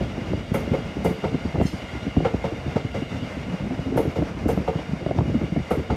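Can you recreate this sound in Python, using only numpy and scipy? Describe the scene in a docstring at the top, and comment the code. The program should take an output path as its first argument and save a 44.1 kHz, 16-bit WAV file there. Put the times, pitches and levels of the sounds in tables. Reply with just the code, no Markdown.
"""An electric passenger train runs through a junction below a footbridge.
From the start the wheels roar and sing over a low rumble, and the pointwork answers with dull knocks
and short cracks. From half a second on, each bogie bangs twice over a ringing crossing, its flanges
sizzling on the check rail. Near 1.7 s one flange scrapes and squeaks. Around 3.5 s a rasping drone
climbs briefly under one coach, and more bogies bang through to the end."""
import sys
import numpy as np
from scipy import signal
from scipy.fft import rfft, irfft, next_fast_len
from scipy.io import wavfile
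from scipy.ndimage import map_coordinates

SR = 44100
rng = np.random.default_rng(int(sys.argv[2]) if len(sys.argv) > 2 else 0)


def store_pcm(level_fs):
    """Save levels as 16-bit WAV."""
    pcm = np.round(np.clip(level_fs, -1, 1) * 32767).astype(np.int16)
    wavfile.write(sys.argv[1], SR, np.atleast_2d(pcm).T)


N = 262835
T = np.arange(N) / SR

# ringing modes of the wheel discs: pitch_hz, width_hz, level_db
WHEEL_MODES = [(1425, 24, -12), (2105, 46, -11), (2163, 37, -11.5), (2280, 92, -18), (2797, 66, -15),
               (2878, 83, -11.5), (3235, 260, -18.5), (3604, 68, -17), (4020, 79, -24.5),
               (4600, 133, -19.5), (5610, 110, -22.5), (6600, 280, -28), (7620, 140, -32)]
# tone of the rumbling track and car bodies: frequency_hz, level_db
RUMBLE_SPECTRUM = [(20, -21), (35, -12), (60, 5), (130, 3), (260, 1.5), (380, -9.5), (700, -14),
                   (1500, -70)]
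# rise and fall of that rumble: time_s, level_db
RUMBLE_LEVELS = [(0.0, -37.5), (1.39, -41), (1.53, -51), (1.91, -40), (2.21, -41), (2.9, -41.5), (3.2, -41),
                 (3.78, -41.5), (4.87, -44.5), (5.25, -39), (5.68, -52.5), (5.96, -40)]
# boom of the sleepers under a wheel: frequency_hz, level_db
BOOM_SPECTRUM = [(20, -47), (45, -20.5), (70, -5), (115, -3.5), (175, 0), (230, -8.5), (320, -15),
                 (600, -63.5), (3000, -110)]
# wheels striking the crossing, two to a bogie:
# start_s, thump_db, clang_db, wheel_ring_db, bite_db, wave_pitch_factor, sizzle_db
WHEEL_STRIKES = [(.541, -24, -22.5, -17, -29, 1.12, -46), (.732, -30, -24, -23, -35, 1.02, -65),
                 (1.046, -21.5, -19.5, -16.5, -37, 1.03, -45.5), (1.237, -26, -23.5, -22.5, -35, 0.94, -66),
                 (2.247, -26, -22, -20.5, -26.5, 1.07, -75), (2.438, -26, -25.5, -23.5, -39, 1.04, -74),
                 (2.757, -43, -27, -23.5, -35, 1.03, -78), (2.941, -33.5, -27.5, -22, -52, 0.99, -72),
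                 (3.972, -25, -20, -23, -36, 1.06, -46), (4.157, -30, -27, -23, -45, 0.96, -66),
                 (4.484, -35, -22, -24, -35.5, 1.1, -46.5), (4.676, -27, -22.5, -25, -37, 0.99, -68),
                 (5.706, -24, -19.5, -25, -29.5, 0.92, -49.5), (5.899, -23, -24, -24, -32, 0.9, -75)]
# high wheel modes that a rubbing flange wakes: pitch_hz, width_hz, level_db
FLANGE_MODES = [(3160, 45, 18), (4040, 55, 13), (4240, 36, 16), (4660, 60, 4), (5100, 66, 7), (5280, 64, 6),
                (6200, 37, 4), (6370, 37, 9.5), (7200, 56, 7), (7430, 50, -2), (8170, 220, 4),
                (9420, 190, 3), (10500, 76, -1), (11550, 130, -2), (12400, 160, -8), (13500, 120, 2),
                (14300, 100, 3)]
# a flange scraping along the rail: frequency_hz, level_db
SCRAPE_SPECTRUM = [(900, -24), (1600, -6), (2200, 0), (3100, -15), (4100, -14), (5200, -3), (6400, -6),
                   (7500, -10), (9400, -10), (10200, -10), (11500, -12), (14000, -13), (15700, -24)]


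def gain_of(db):
    """Decibels to amplitude."""
    return 10 ** (np.asarray(db) / 20)


def unit_rms(x):
    """Scales to an rms of one."""
    return x / np.sqrt(np.mean(x ** 2) + 1e-20)


def unit_hit(x, span_s=.04):
    """Gives a hit the energy of span_s seconds at an rms of one."""
    return x * np.sqrt(span_s * SR / np.sum(x ** 2))


def follow(curve, times=T):
    """Reads a curve of (time_s, value) at the given times."""
    return np.interp(times, *np.transpose(curve))


def tint(x, spectrum, pitch=1):
    """A causal EQ drawn as (frequency_hz, level_db), shifted by the factor pitch."""
    hz, db = np.transpose(spectrum)
    size = 2 * next_fast_len(len(x) // 2 + 1)
    bin_hz = abs(np.fft.fftfreq(size, 1 / SR))
    log_gain = np.log(gain_of(np.interp(np.log(bin_hz + 1), np.log(hz * pitch), db)))
    response = np.exp(np.conj(signal.hilbert(log_gain)))  # minimum phase
    return irfft(rfft(x, size) * response[:size // 2 + 1], size)[:len(x)]


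def noise(spectrum):
    """Steady coloured noise with an rms of one."""
    return unit_rms(tint(rng.standard_normal(N), spectrum))


def wander(hz):
    """A random drift with an rms of one, moving at up to about hz."""
    knots = np.arange(0, T[-1] + 1, .5 / hz)
    return unit_rms(np.interp(T, knots, rng.standard_normal(N)[:len(knots)]))


def waver(x, depth, hz):
    """Lets the pitch drift by the fraction depth, up to about hz times a second."""
    drift = wander(hz)
    return map_coordinates(x, [np.cumsum(1 + depth * (drift - drift.mean()))], order=3, mode="mirror")


def resonate(force, modes):
    """Drives parallel resonances (pitch_hz, width_hz, level_db) with a force."""
    out = np.zeros(N)
    for hz, width, db in modes:
        b, a = signal.iirpeak(hz, hz / width, SR)
        out += gain_of(db) * signal.lfilter(b, a, force)
    return out


def add(mix, start_s, sound):
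    """Mixes a sound in at start_s."""
    start = round(start_s * SR)
    sound = sound[max(-start, 0):]
    part = mix[max(start, 0):][:len(sound)]
    part += sound[:len(part)]


def hit_envelope(t, rise_s, decay_s):
    """Swells to a peak at t = 0, then dies away."""
    return np.exp(np.where(t < 0, -(t / rise_s) ** 2, -abs(t) / decay_s))


def bursts(hits, spectrum, rise_s, span_s=.04):
    """A rattling noise burst for each hit (peak_s, level_db, decay_s, pitch_factor)."""
    out = np.zeros(N)
    for peak_s, db, decay_s, pitch in hits:
        t = np.arange(-3 * rise_s, 6 * decay_s + .04, 1 / SR)
        burst = tint(rng.standard_normal(len(t)) * hit_envelope(t, rise_s, decay_s), spectrum, pitch)
        add(out, peak_s + t[0], gain_of(db) * unit_hit(burst, span_s))
    return out


def bending_wave(spectrum, pitch, travel_s, echo_gain, echo_s):
    """A pulse runs along the rail, highs first, roughened by echoes from the sleepers."""
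    size = 4096
    hz, t = np.fft.rfftfreq(size, 1 / SR), np.arange(size) / SR
    pulse = irfft(np.exp(-4j * np.pi * travel_s * np.sqrt(500 * hz)))  # 500 Hz arrives after travel_s
    echoes = rng.standard_normal(size) * np.exp(-t / echo_s)
    pulse += echo_gain * signal.fftconvolve(pulse, echoes / np.linalg.norm(echoes))[:size]
    return tint(pulse, spectrum, pitch)


def rolling(roar_db=-40, ring_db=-.7, rumble_db=6.5, flutter_db=1.5, ring_flutter_db=2.6, lump_db=4):
    """Rough steel on rough steel: a broad roar, singing wheels and a lumpy rumble."""
    # roar of wheel on rail, and the contact force on the wheel: frequency_hz, level_db
    roar_spectrum = [(150, -8), (350, -0.5), (560, 4.5), (800, 1), (1050, -4), (1400, -4.5), (1800, -8),
                     (2500, -7.5), (3300, -19.5), (4200, -20), (5600, -19.5), (8000, -32), (9400, -31),
                     (10100, -42), (11400, -35), (13500, -46), (15500, -58)]
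    force_spectrum = [(600, -17.5), (1500, 7.5), (6000, -3.0), (11000, -8.5)]
    # singing of the passing wheels: time_s, level_db
    singing_levels = [(0.0, -44), (0.43, -45), (2.01, -43), (2.34, -46), (3.24, -43.5), (3.98, -48),
                      (4.85, -46.5), (5.24, -46), (5.96, -45.5)]
    roar = noise(roar_spectrum) * gain_of(roar_db + flutter_db * wander(14))
    force = noise(force_spectrum)
    # each mode swells and fades by itself as the contact patch roams over the tread
    ring = sum(resonate(force, [mode]) * gain_of(ring_flutter_db * wander(14)) for mode in WHEEL_MODES)
    ring = unit_rms(waver(ring, depth=.009, hz=7)) * gain_of(follow(singing_levels) + ring_db)
    rumble = noise(RUMBLE_SPECTRUM) * gain_of(follow(RUMBLE_LEVELS) + rumble_db + lump_db * wander(16))
    return roar + ring + rumble


def pointwork(light_per_s=7, light_decay_s=.0053, nominal_hz=335, shake_db=-7.5, shake_decay_s=.04):
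    """Each wheel drops a little: the sleepers boom and the rail knocks, both damped by ballast."""
    # heavy wheel drops: peak_s, boom_db, knock_db, pitch_hz (nominal_hz leaves the knock unshifted), decay_s
    heavy_drops = [(0.013, -27, -26.5, 352, 0.0095), (0.178, -30.5, -29, 280, 0.0054),
                   (0.32, -29, -28.5, 342, 0.0034), (.337, -25, -28.5, 380, 0.0066),
                   (0.521, -22, -35, 370, 0.0017), (.678, -28.5, -33, 333, .006),
                   (0.716, -19, -26, 320, 0.012), (.972, -28, -32, 350, 0.0014),
                   (1.111, -25.5, -26, 305, 0.0098), (1.321, -25.5, -26.5, 318, 0.022),
                   (1.348, -21.5, -25, 320, 0.0082), (1.456, -22, -28.5, 352, 0.0067),
                   (1.546, -24.5, -28.5, 393, 0.0081), (1.56, -30, -32, 646, 0.015),
                   (1.583, -20.5, -30, 373, 0.0048), (1.605, -32, -24.5, 480, 0.0092),
                   (1.617, -18, -24.5, 430, 0.0059), (1.655, -21, -55, 355, 0.003),
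                   (1.737, -26, -26, 243, 0.0042), (1.955, -42, -32, 350, 0.0048),
                   (2.07, -31, -31.5, 358, 0.0033), (2.081, -32, -31, 342, 0.0038),
                   (2.173, -14, -27.5, 400, 0.0055), (2.208, -29, -30, 400, 0.0023),
                   (2.225, -27, -28.5, 315, 0.015), (2.345, -20.5, -22, 344, 0.0036),
                   (2.524, -32, -30, 323, .005), (2.666, -30, -30.5, 300, 0.0078),
                   (2.683, -23.5, -36, 340, 0.002), (2.763, -21.5, -21, 278, 0.0054),
                   (2.851, -23.5, -34, 300, 0.0085), (3.025, -34, -26.5, 295, 0.0036),
                   (3.15, -30, -34, 284, 0.012), (3.23, -32, -36, 320, 0.01),
                   (3.485, -33, -33.5, 308, 0.005), (3.542, -32, -44, 270, 0.0049),
                   (3.602, -29, -43, 400, 0.0056), (3.712, -29, -30, 404, 0.014),
                   (3.795, -22.5, -32, 344, 0.0024), (3.865, -32, -35, 332, 0.0063),
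                   (3.926, -35, -28, 365, 0.006), (3.963, -23, -24, 340, 0.0075),
                   (4.003, -29, -25, 373, 0.0039), (4.056, -32, -25, 332, 0.012),
                   (4.079, -19.5, -37, 368, 0.0039), (4.191, -22, -23.5, 332, 0.018),
                   (4.226, -23.5, -21, 304, 0.0035), (4.461, -20, -19, 318, 0.023),
                   (4.577, -19.5, -27, 360, 0.023), (4.758, -21, -31, 326, 0.0031),
                   (4.791, -32.5, -40, 540, 0.0042), (4.894, -28, -45, 348, .005),
                   (4.919, -28, -39, 416, 0.0038), (4.935, -23.5, -42, 350, .004),
                   (5.014, -32, -32, 397, 0.029), (5.067, -25.5, -23, 350, 0.0021),
                   (5.091, -30.5, -33, 605, 0.014), (5.114, -29.5, -27, 403, 0.0016),
                   (5.153, -36, -38, 450, .004), (5.182, -20, -28.5, 400, 0.0062),
                   (5.191, -17.5, -31, 440, 0.013), (5.214, -21, -33, 392, 0.0023),
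                   (5.258, -29, -32, 330, 0.0064), (5.277, -25, -28.5, 300, 0.0083),
                   (5.301, -27, -31.5, 397, 0.0072), (5.321, -26, -37, 330, 0.0035),
                   (5.345, -25, -20.5, 280, 0.01), (5.359, -31, -22.5, 279, .008),
                   (5.376, -29.5, -33, 260, 0.0053), (5.418, -32, -25, 314, 0.0055),
                   (5.432, -27, -32, 330, 0.0071), (5.445, -24.5, -28.5, 365, 0.0036),
                   (5.483, -36, -36.5, 383, 0.0067), (5.526, -22, -36.5, 398, 0.0037),
                   (5.567, -24, -23, 338, 0.006), (5.578, -24.5, -28, 273, 0.0046),
                   (5.594, -29, -35, 386, 0.0046), (5.604, -26.5, -35, 298, .005),
                   (5.778, -22, -22, 302, 0.0071), (5.798, -24.5, -28, 347, 0.0085)]
    # dull knock of the rail: frequency_hz, level_db
    knock_spectrum = [(100, -40.5), (200, -10.5), (270, 7.5), (400, -0.5), (550, -8.5), (780, -17.5),
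                      (1000, -35), (1600, -30), (4000, -57), (12000, -105)]
    drops = list(heavy_drops)
    for slot_s in np.arange(0, T[-1], 1 / light_per_s):  # light drops ride the rumble's level
        db = follow(RUMBLE_LEVELS, slot_s) - rng.standard_normal()
        drops.append((slot_s + rng.random() / light_per_s, db + 7, db - 2, nominal_hz, light_decay_s))
    # a heavier drop booms lower
    booms = [(s - .004, db, decay, 2 ** (-.0154 * (db + 27))) for s, db, _, _, decay in drops]
    knocks = [(s - .003, db, decay, hz / nominal_hz) for s, _, db, hz, decay in drops]
    # the track bed shakes on after each heavy drop
    shakes = [(s, db + shake_db, shake_decay_s, 1) for s, db, *_ in heavy_drops]
    return (bursts(booms, BOOM_SPECTRUM, rise_s=.002484, span_s=.02)
            + bursts(knocks, knock_spectrum, rise_s=.002499, span_s=.02)
            + bursts(shakes, RUMBLE_SPECTRUM, rise_s=.01, span_s=.02))


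def rail_cracks(travel_s=.00343):
    """Some wheels hit bare steel and send a short crack down the rail."""
    # steel-on-steel hits in the pointwork: arrival_s, level_db, pitch_factor
    hits = [(.335, -29, 0.82), (1.347, -31.5, 0.73), (1.558, -36, 1.15), (1.603, -24.5, 0.62),
            (1.615, -25.5, 0.9), (2.167, -29.5, 0.91), (2.205, -29, .95), (2.769, -30, 0.87),
            (4.074, -47, .9), (4.224, -29, 0.74), (4.577, -29, 0.85), (4.791, -35, 1.05),
            (5.065, -26.5, 0.94), (5.112, -26.5, 0.92), (5.189, -27, 1.2), (5.209, -34.5, 1.47)]
    # tone of a crack: frequency_hz, level_db
    crack_spectrum = [(150, -21), (350, -3.5), (550, -2), (760, -1), (1000, -17), (1500, -23.5),
                      (2200, -31.5), (5000, -47), (12000, -84)]
    out = np.zeros(N)
    for arrival_s, db, pitch in hits:
        crack = bending_wave(crack_spectrum, pitch, travel_s, echo_gain=.7, echo_s=.0071)
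        add(out, arrival_s - travel_s, gain_of(db) * unit_hit(crack, span_s=.02))
    return out


def crossing_bangs():
    """A wheel hits the crossing nose: a rail wave, tick, bite, thump and clang, and the wheel rings on."""
    # wave in the rail, contact tick, hard bite of steel, clang, jolt to the wheel: frequency_hz, level_db
    wave_spectrum = [(150, -33), (300, -8), (450, 4.5), (550, 2), (660, -6.5), (900, -11.5), (1080, -26),
                     (1380, -13.5), (1700, -41), (2400, -57), (6000, -101)]
    tick_spectrum = [(1500, -35), (3200, 13), (4700, 5), (7000, -2), (9000, -6), (12000, -35), (15500, -26)]
    bite_spectrum = [(450, -29.5), (730, 3.5), (820, 1.5), (920, 3.5), (1080, -10.5), (1350, -3),
                     (1600, -16.5), (2400, -17), (4000, -31.5), (9000, -59)]
    clang_spectrum = [(200, -8.5), (340, 0), (450, 4.5), (550, 1), (640, -3.5), (760, -5), (930, -13),
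                      (1060, -14.5), (1350, -18), (1600, -22.5), (3000, -29), (6000, -40), (12000, -74)]
    jolt_spectrum = [(1200, 10.0), (1900, 10.5), (2400, 14.0), (3000, -2), (6000, 0.5), (10000, -6.0)]
    out, jolts = np.zeros(N), np.zeros(N)
    for s, thump_db, clang_db, ring_db, bite_db, pitch, sizzle_db in WHEEL_STRIKES:
        wave = bending_wave(wave_spectrum, pitch, travel_s=.015, echo_gain=.99, echo_s=.0087)
        add(out, s - .009, gain_of(clang_db - 6.5) * unit_hit(wave))
        tick_db = -54 + .3 * max(-68 - sizzle_db, 0)  # a little louder where the flange barely grazes
        out += bursts([(s + .008, tick_db, .04, 1)], tick_spectrum, rise_s=.006)
        out += bursts([(s + .005, bite_db - 1, .023, 1)], bite_spectrum, rise_s=.004)
        out += bursts([(s + .0119, thump_db - 1, .016, 1)], BOOM_SPECTRUM, rise_s=.00739)
        out += bursts([(s + .007, clang_db - 6, .017, 1)], clang_spectrum, rise_s=.006)
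        out += bursts([(s + .025, clang_db - 10, .056, 1)], clang_spectrum, rise_s=.015)  # rattling tail
        jolts += bursts([(s + .01, ring_db + 1.5, .046, 1)], jolt_spectrum, rise_s=.008)
    return out + resonate(jolts, WHEEL_MODES)


def crossing_ring(ring_db=-4, climb_s=.0079, detune=.014):
    """The crossing rings; its modes build up while the wheel's weight climbs onto the nose."""
    # modes of the crossing and its rails: pitch_hz, level_db, t60_s
    crossing_modes = [(448.3, -6.5, 0.44), (501, 4, 0.083), (544.3, -0.5, 0.16), (735.5, -3.5, 0.11),
                      (897.4, -9.5, 0.14), (946, -16, 0.098), (1206, -24.5, 0.33), (1396, -25, 0.051)]
    hz, level_db, t60_s = np.transpose(crossing_modes)[:, :, None]
    out, t = np.zeros(N), np.arange(SR // 2) / SR
    attack = 1 - np.exp(-(t / climb_s) ** 2)
    envelopes = attack * gain_of(level_db - 60 * t / t60_s)
    for start_s, _, clang_db, *_ in WHEEL_STRIKES:
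        detuned_hz = hz * (1 + detune * rng.standard_normal(hz.shape))
        modes = envelopes * np.sin(2 * np.pi * (detuned_hz * t + rng.random(hz.shape)))
        add(out, start_s, gain_of(clang_db + ring_db) * unit_hit(modes.sum(0)))
    return out


def flange_rubs(sizzle_hiss_db=-4.5, scrape_hiss_db=-7, wheel_db=12):
    """Flanges clip the check rail and one scrapes along it: hiss and ringing wheel modes."""
    # sizzle of a flange on the check rail: frequency_hz, level_db
    sizzle_spectrum = [(1500, -40), (3500, -20), (6500, 4), (8000, 1), (8800, 4), (10000, 4.5),
                       (11400, 10.5), (12800, 9), (14000, 0), (15700, -2), (22000, -32), (30000, -50)]
    clips = [(s - .001, db + 2, .042, 1) for s, *_, db in WHEEL_STRIKES]
    sizzle = bursts(clips, sizzle_spectrum, rise_s=.0017)
    scrape = bursts([(1.635, -53, .03, 1.36)], SCRAPE_SPECTRUM, rise_s=.025)  # a thin first touch
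    scrape += bursts([(1.667, -43, .06, .94)], SCRAPE_SPECTRUM, rise_s=.014)
    high_ring = waver(resonate(sizzle + scrape, FLANGE_MODES), depth=.0019, hz=70)
    disc_ring = gain_of(wheel_db) * resonate(scrape, WHEEL_MODES)
    return gain_of(sizzle_hiss_db) * sizzle + gain_of(scrape_hiss_db) * scrape + high_ring + disc_ring


def flange_squeak(squeak_db=-53.5, peak_s=1.668, flutter_db=4, slip=.0035, tilt_db_per_octave=-4):
    """At the height of the scrape the flange sticks and slips, and the wheel sings in rough tones."""
    tones = np.zeros(N)
    for hz, _, db in FLANGE_MODES:
        scrape_db = np.interp(hz, *np.transpose(SCRAPE_SPECTRUM))
        tilt_db = tilt_db_per_octave * np.log2(hz / FLANGE_MODES[0][0])
        level = gain_of(db + scrape_db + tilt_db + flutter_db * wander(110))
        phase = 2 * np.pi * np.cumsum(hz * (1 + slip * wander(140))) / SR
        tones += level * np.sqrt(2) * np.sin(phase)
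    return gain_of(squeak_db) * tones * hit_envelope(T - peak_s, rise_s=.012, decay_s=.042)


def gear_drone(wobble_hz=9, flutter_db=2.5, rasp_db=-11):
    """A thin, rasping note from the running gear climbs, swelling and breaking off."""
    # the note's climb: time_s, pitch_hz
    climb = [(3.45, 170), (3.56, 182.7), (3.66, 201), (3.7, 223), (3.725, 261.4), (3.97, 263.2)]
    # its short swells: peak_s, level_db, half_length_s
    swells = [(3.499, -29, .022), (3.543, -25, 0.016), (3.661, -26, 0.021), (3.729, -25.5, 0.029),
              (3.879, -23.5, 0.02), (3.943, -22.5, 0.019)]
    # the rasp that pulses with each cycle: frequency_hz, level_db
    rasp_spectrum = [(100, -22), (220, 1), (350, 0.5), (480, -7.5), (700, -4.5), (1000, -21), (2500, -50),
                     (8000, -100)]
    phase = 2 * np.pi * np.cumsum(follow(climb) + wobble_hz * wander(40)) / SR
    envelope = sum(gain_of(db) * np.exp(-((T - s) / half_s) ** 2) for s, db, half_s in swells)
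    note = unit_rms(gain_of(flutter_db * wander(60)) * np.sin(phase))
    rasp = unit_rms(tint(rng.standard_normal(N) * (1 + np.cos(phase)), rasp_spectrum))
    return envelope * (note + gain_of(rasp_db) * rasp)


def scene():
    """The train as heard from the bridge, in open air and in mono."""
    track = rolling() + pointwork() + rail_cracks() + crossing_bangs() + crossing_ring()
    return (track + flange_rubs() + flange_squeak() + gear_drone())[None]


def record(dry, low_cut_hz=30, high_cut_hz=15700):
    """The microphone loses the deepest bass, and a steep filter trims the highest treble."""
    thinned = signal.sosfilt(signal.butter(2, low_cut_hz, "highpass", fs=SR, output="sos"), dry)
    high_cut = signal.firwin(511, high_cut_hz, window=("kaiser", 9), fs=SR)
    return signal.oaconvolve(thinned, high_cut[None], "same")


dry = scene()
out = record(dry)
store_pcm(out)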